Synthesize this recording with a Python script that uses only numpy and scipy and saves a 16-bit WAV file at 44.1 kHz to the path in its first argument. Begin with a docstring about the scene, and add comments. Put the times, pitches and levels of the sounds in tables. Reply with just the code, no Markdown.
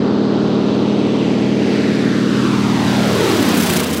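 """A nine-cylinder radial engine drives a float plane low over a lake, towards the listener and close by.
Its exhaust puffs drone and rasp, and the Doppler effect lowers their pitch at the pass. The propeller's
rush brightens as less air lies in between to absorb it; abeam, the blades hum and swish once a turn.
Interference with the reflection off the water sweeps a comb of notches down through the sound,
and an automatic gain control holds the level."""
import sys
import numpy as np
from scipy import signal
from scipy.io import wavfile
from scipy.ndimage import uniform_filter1d

SR = 44100
rng = np.random.default_rng(int(sys.argv[2]) if len(sys.argv) > 2 else 0)


def wrap_up_sound(samples):
    """Save the sound to the file named by the first command line argument, as 16-bit audio."""
    columns = np.atleast_2d(samples).T
    # keep every value between -1 and 1, then stretch to whole-number steps
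    tamed = np.clip(columns, -1, 1)
    steps = np.round(tamed * 32767).astype(np.int16)
    wavfile.write(sys.argv[1], SR, steps)


N = 176400
TIME = np.arange(N) / SR
SOUND_M_PER_S = 343
SPEED_M_PER_S, CLOSEST_M, PASS_S = 52, 13, 3.635

# Crankshaft speed: (time [s], speed [rev/min])
ENGINE_SPEED = [(0, 1918.8), (.4, 1911.8), (1.05, 1912.2), (1.4, 1922.7), (2, 1909.9), (2.55, 1903.4),
                (3.2, 1910.5), (3.55, 1924), (4, 1900)]


def from_db(db):
    """Amplitude ratio of a level in decibels."""
    return 10 ** (np.asarray(db) / 20)


def unit_rms(x):
    """Normalisation to unit mean power."""
    return x / np.sqrt(np.mean(x ** 2) + 1e-20)


def in_time(rows):
    """Linear interpolation of a table's value columns at every sample."""
    times, *columns = np.transpose(rows)
    return [np.interp(TIME, times, column) for column in columns]


def at_hz(spectrum, hz):
    """Interpolation of a spectrum on a log-frequency axis."""
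    frequencies, levels = np.transpose(spectrum)
    return np.interp(np.log(hz), np.log(frequencies), levels)


def drift(rate_hz):
    """Random fluctuation: low-passed noise with a spread of 1."""
    step, settle = 40, 2000
    pole = np.exp(-2 * np.pi * step * rate_hz / SR)
    white = rng.standard_normal(N // step + settle + 2)
    slow = signal.lfilter([1], [1, -2 * pole, pole * pole], white)[settle:]
    return np.interp(np.arange(N) / step, np.arange(len(slow)), unit_rms(slow))


def flight():
    """Propagation delay gives the distance, Doppler ratio and crank turns (0 at the pass) as heard."""
    sent_s = np.linspace(-6, 2, 8000)
    path_m = np.hypot(SPEED_M_PER_S * sent_s, CLOSEST_M)
    heard_s = PASS_S + sent_s + (path_m - CLOSEST_M) / SOUND_M_PER_S
    doppler = np.interp(TIME, heard_s, np.gradient(sent_s, heard_s))
    turns = np.cumsum(doppler * in_time(ENGINE_SPEED)[0] / 60) / SR
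    return np.interp(TIME, heard_s, path_m), doppler, turns - np.interp(PASS_S, TIME, turns)


def puff_cycles(cylinders=9, first_firing=0.24, longest_detour_s=0.00353):
    """Unequal paths round the collector ring space the puffs unevenly; times in two-turn cycles."""
    k = np.arange(cylinders)
    outlet = 0.63  # its place between two cylinders
    ring_position = (2 * k + outlet) % cylinders / cylinders  # every other cylinder fires in turn
    detour_s = abs(2 * ring_position - 1) * longest_detour_s
    return first_firing + k / cylinders + detour_s * ENGINE_SPEED[0][1] / 120


def exhaust_drone(doppler, turns, pipe_hz=169, pipe_q=7.2, jitter_s=0.00003, waver_db=0.76):
    """Periodic puffs form a harmonic series, its phases set by their spacing and tailpipe resonance."""
    # Exhaust harmonics: (order [multiple of the engine cycle rate], relative level [dB])
    harmonics = [(1, -51), (2, -35), (3, -54), (4, -40), (5, -17), (6, -16), (7, -7), (8, -48), (9, -7),
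                 (10, -10.5), (11, 1.5), (12, -7.5), (13, -3.5), (14, -3.5), (15, -4), (16, -7), (17, -8),
                 (18, -6.5), (19, -13), (20, -65), (21, -5.5), (22, -17), (23, -9.5), (24, -10), (25, -14),
                 (26, -13.5), (27, -16.5), (28, -19), (29, -16), (30, -20), (31, -16), (32, -24), (33, -13),
                 (34, -24), (35, -25.5), (36, -21), (37, -25), (38, -26), (39, -44), (40, -23), (41, -46),
                 (42, -24), (43, -23), (44, -21), (45, -33), (46, -32)]
    cycles = turns / 2 + jitter_s * drift(25) * ENGINE_SPEED[0][1] / 120
    aft_db_per_octave = 8.5 * np.clip((1 - doppler) / (1 - doppler[-1]), 0, 1)  # brighter from behind
    drone, puffs = 0, puff_cycles()
    for order, db in harmonics:
        tuning = order * ENGINE_SPEED[1][1] / 120 / pipe_hz
        puff_phasor = np.exp(-2j * np.pi * order * puffs).sum()
        phase = np.angle(puff_phasor / (1 + 1j * pipe_q * (tuning - 1 / tuning)))
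        line_db = db + aft_db_per_octave * np.log2(tuning) + waver_db * drift(2.6)
        drone -= from_db(line_db) * np.cos(2 * np.pi * order * cycles + phase)
    return unit_rms(drone)


def exhaust_rasp(doppler, turns, grit_decay_s=0.0042, top_hz=4800):
    """Impulse excitation: each puff's sharp, gritty front rings the exhaust's upper resonances."""
    # Resonances as heard on approach: (frequency [Hz], bandwidth [Hz], level [dB])
    resonances = [(810, 63, -21), (892, 46, -24), (1140, 49, -23.5), (1368, 48, -18.5), (1680, 64, -26),
                  (1974, 110, -25.5), (2640, 81, -28), (4240, 640, -21)]
    samples, source_clock = np.arange(N), np.cumsum(doppler / doppler[0])
    cycles = np.interp(samples, source_clock, turns / 2)
    fronts = sum(np.diff(np.floor(cycles - at), prepend=np.floor(cycles[0] - at)) for at in puff_cycles())
    grit_envelope = signal.lfilter([1], [1, -np.exp(-1 / (grit_decay_s * SR))], fronts + 1e-18)
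    excitation = unit_rms(fronts) + unit_rms(grit_envelope * rng.standard_normal(N))
    ringing = 0
    for hz, width_hz, db in resonances:
        resonator = signal.iirpeak(hz, hz / width_hz, fs=SR)
        ringing += from_db(db) * unit_rms(signal.lfilter(*resonator, excitation))
    doppler_shifted = np.interp(source_clock, samples, ringing)
    return signal.sosfilt(signal.butter(6, top_hz, fs=SR, output="sos"), doppler_shifted)


def blade_hum(distance, turns, blades=3, focus=0.81, waver_db=3):
    """The blades beat the air at the blade-passing frequency; the tone is beamed sideways."""
    abeam = (CLOSEST_M / distance) ** focus
    return from_db(-23.5 + waver_db * drift(23)) * abeam * np.sin(2 * np.pi * blades * turns)


def turbulence(spectrum, distance, doppler, throb=0, throb_below_hz=13000, flicker_db=0.5):
    """Turbulent noise in third octaves, Doppler-shifted and dulled by atmospheric absorption."""
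    edges = 25 * 2 ** (np.arange(29) / 3)
    white, noise, power = rng.standard_normal((2, N)), 0, 0
    for k, (low, high) in enumerate(zip(edges, edges[1:])):
        hz = np.sqrt(low * high)
        bandpass = signal.butter(4, [low, high], "band", fs=SR, output="sos")
        band = unit_rms(signal.sosfilt(bandpass, white[k % 2])) * np.sqrt(high - low)
        absorbed_db = 0.1353 * distance * (hz / 10000) ** 1.5
        db = at_hz(spectrum, hz * doppler[0] / doppler) - absorbed_db + flicker_db * drift(29)
        modulation = 1 + throb / (1 + (hz / throb_below_hz) ** 2)
        noise += band * from_db(db) * modulation
        power += (high - low) * from_db(at_hz(spectrum, hz)) ** 2
    return noise / np.sqrt(power)


def rush(distance, doppler, turns, throb_depth=0.12):
    """Turbulence of propeller air and exhaust gas, amplitude-modulated by the puffs."""
    # Rush before absorption: (frequency [Hz], relative spectral density [dB])
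    spectrum = [(30, -35), (60, -42), (100, -9), (160, -2.5), (240, 2.5), (430, 3.5), (540, -7),
                (680, -7.5), (860, -4.5), (1200, -6), (2200, -11), (3600, -10.5), (6000, -16), (10000, -24),
                (15000, -27.5)]
    puffs = sum(np.exp(300 * (np.cos(2 * np.pi * (turns / 2 - at)) - 1)) for at in puff_cycles())
    throb = throb_depth * (puffs - puffs.mean()) / puffs.std()
    return turbulence(spectrum, distance, doppler, throb)


def tip_swish(distance, doppler, turns, swish_db=7.5, crackle_db=2.5):
    """Turbulence at the blade tips radiates sideways, swelling once a turn and tearing irregularly."""
    # Hiss and low buffeting: (frequency [Hz], relative spectral density [dB])
    spectrum = [(30, -12), (75, -9), (200, -20), (600, -36), (1500, 2), (3000, 0.5), (8000, -2),
                (12000, -2), (15000, -3)]
    # Rise as the propeller comes abeam: (time [s], level [dB])
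    abeam_level = [(0, -77), (2.8, -45), (3.25, -33.5), (3.53, -30.5), (3.58, -22.5), (3.64, -23),
                   (3.68, -25), (3.77, -22), (3.8, -24), (3.83, -28.5), (4, -26)]
    swish = abs(np.cos(np.pi * (turns - 0.11))) ** 1.3
    level_db = in_time(abeam_level)[0] + swish_db * (swish - 0.5) + crackle_db * drift(130)
    return from_db(level_db) * turbulence(spectrum, distance, doppler)


def over_water(direct, distance, ear_height_m=1.542, reflection=0.57):
    """Comb filtering: the image source in the lake lags more as the plane nears; ripples smear it."""
    # The plane above the water: (time [s], height [m])
    altitude = [(0, 4.9), (2, 5.47), (2.8, 6.1), (3, 5.7), (3.25, 6.37), (3.45, 6.63), (3.6, 6.55),
                (3.75, 8.2), (4, 9.5)]
    detour_m = np.sqrt(distance ** 2 + 4 * ear_height_m * in_time(altitude)[0]) - distance
    lag = detour_m / SOUND_M_PER_S * SR
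    blur = 0.00012 * SR + 0.19 * lag  # the image is averaged over this many samples
    samples, integral = np.arange(N), np.cumsum(direct) - direct / 2
    early, late = (np.interp(samples - lag - side * blur / 2, samples, integral) for side in (-1, 1))
    return direct + reflection * (early - late) / blur


def scene():
    """The plane's sources superpose; by spherical spreading, amplitude varies as 1 / distance."""
    # Swells and dips of the drone and of the rasp and rush as the plane nears and passes:
    # (time [s], drone level [dB], rasp and rush level [dB])
    loudness = [(0, -15.5, -21.5), (1.0, -16, -21), (1.55, -18, -24), (1.72, -16, -19.5),
                (2.28, -17.5, -24), (2.42, -16, -21.5), (2.8, -18, -24.5), (2.95, -13.5, -19.5),
                (3.15, -15, -21.5), (3.28, -14.5, -17), (3.42, -15, -18), (3.54, -15, -16.5),
                (3.61, -14.5, -22.5), (3.66, -21.5, -19.5), (3.77, -20.5, -19.5), (3.86, -25, -20.5),
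                (4, -24.5, -23.5)]
    distance, doppler, turns = flight()
    drone_db, rush_db = in_time(loudness)
    plane = from_db(drone_db) * exhaust_drone(doppler, turns)
    plane += from_db(rush_db) * exhaust_rasp(doppler, turns)
    plane += blade_hum(distance, turns)
    plane += from_db(rush_db) * rush(distance, doppler, turns)
    plane += tip_swish(distance, doppler, turns)
    spreading = distance[0] / distance
    return (over_water(plane, distance) * spreading / 2)[None]


def record(dry, target_db=-14, strength=0.96, average_s=0.14, recover_db_per_s=6.5):
    """Automatic gain control turns down as the sound grows and recovers slowly; bass and top are cut."""
    low_cut = signal.butter(3, 66, "high", fs=SR, output="sos")
    high_cut = signal.ellip(12, 0.1, 80, 15750, fs=SR, output="sos")
    dry = signal.sosfilt(low_cut, dry)
    level_db = 10 * np.log10(uniform_filter1d(dry[0] ** 2, int(average_s * SR)) + 1e-12)
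    recovery_db = recover_db_per_s * TIME
    held_db = np.maximum.accumulate(level_db + recovery_db) - recovery_db
    return signal.sosfilt(high_cut, dry * from_db(-strength * (held_db - target_db)))


dry = scene()
out = record(dry)
wrap_up_sound(out)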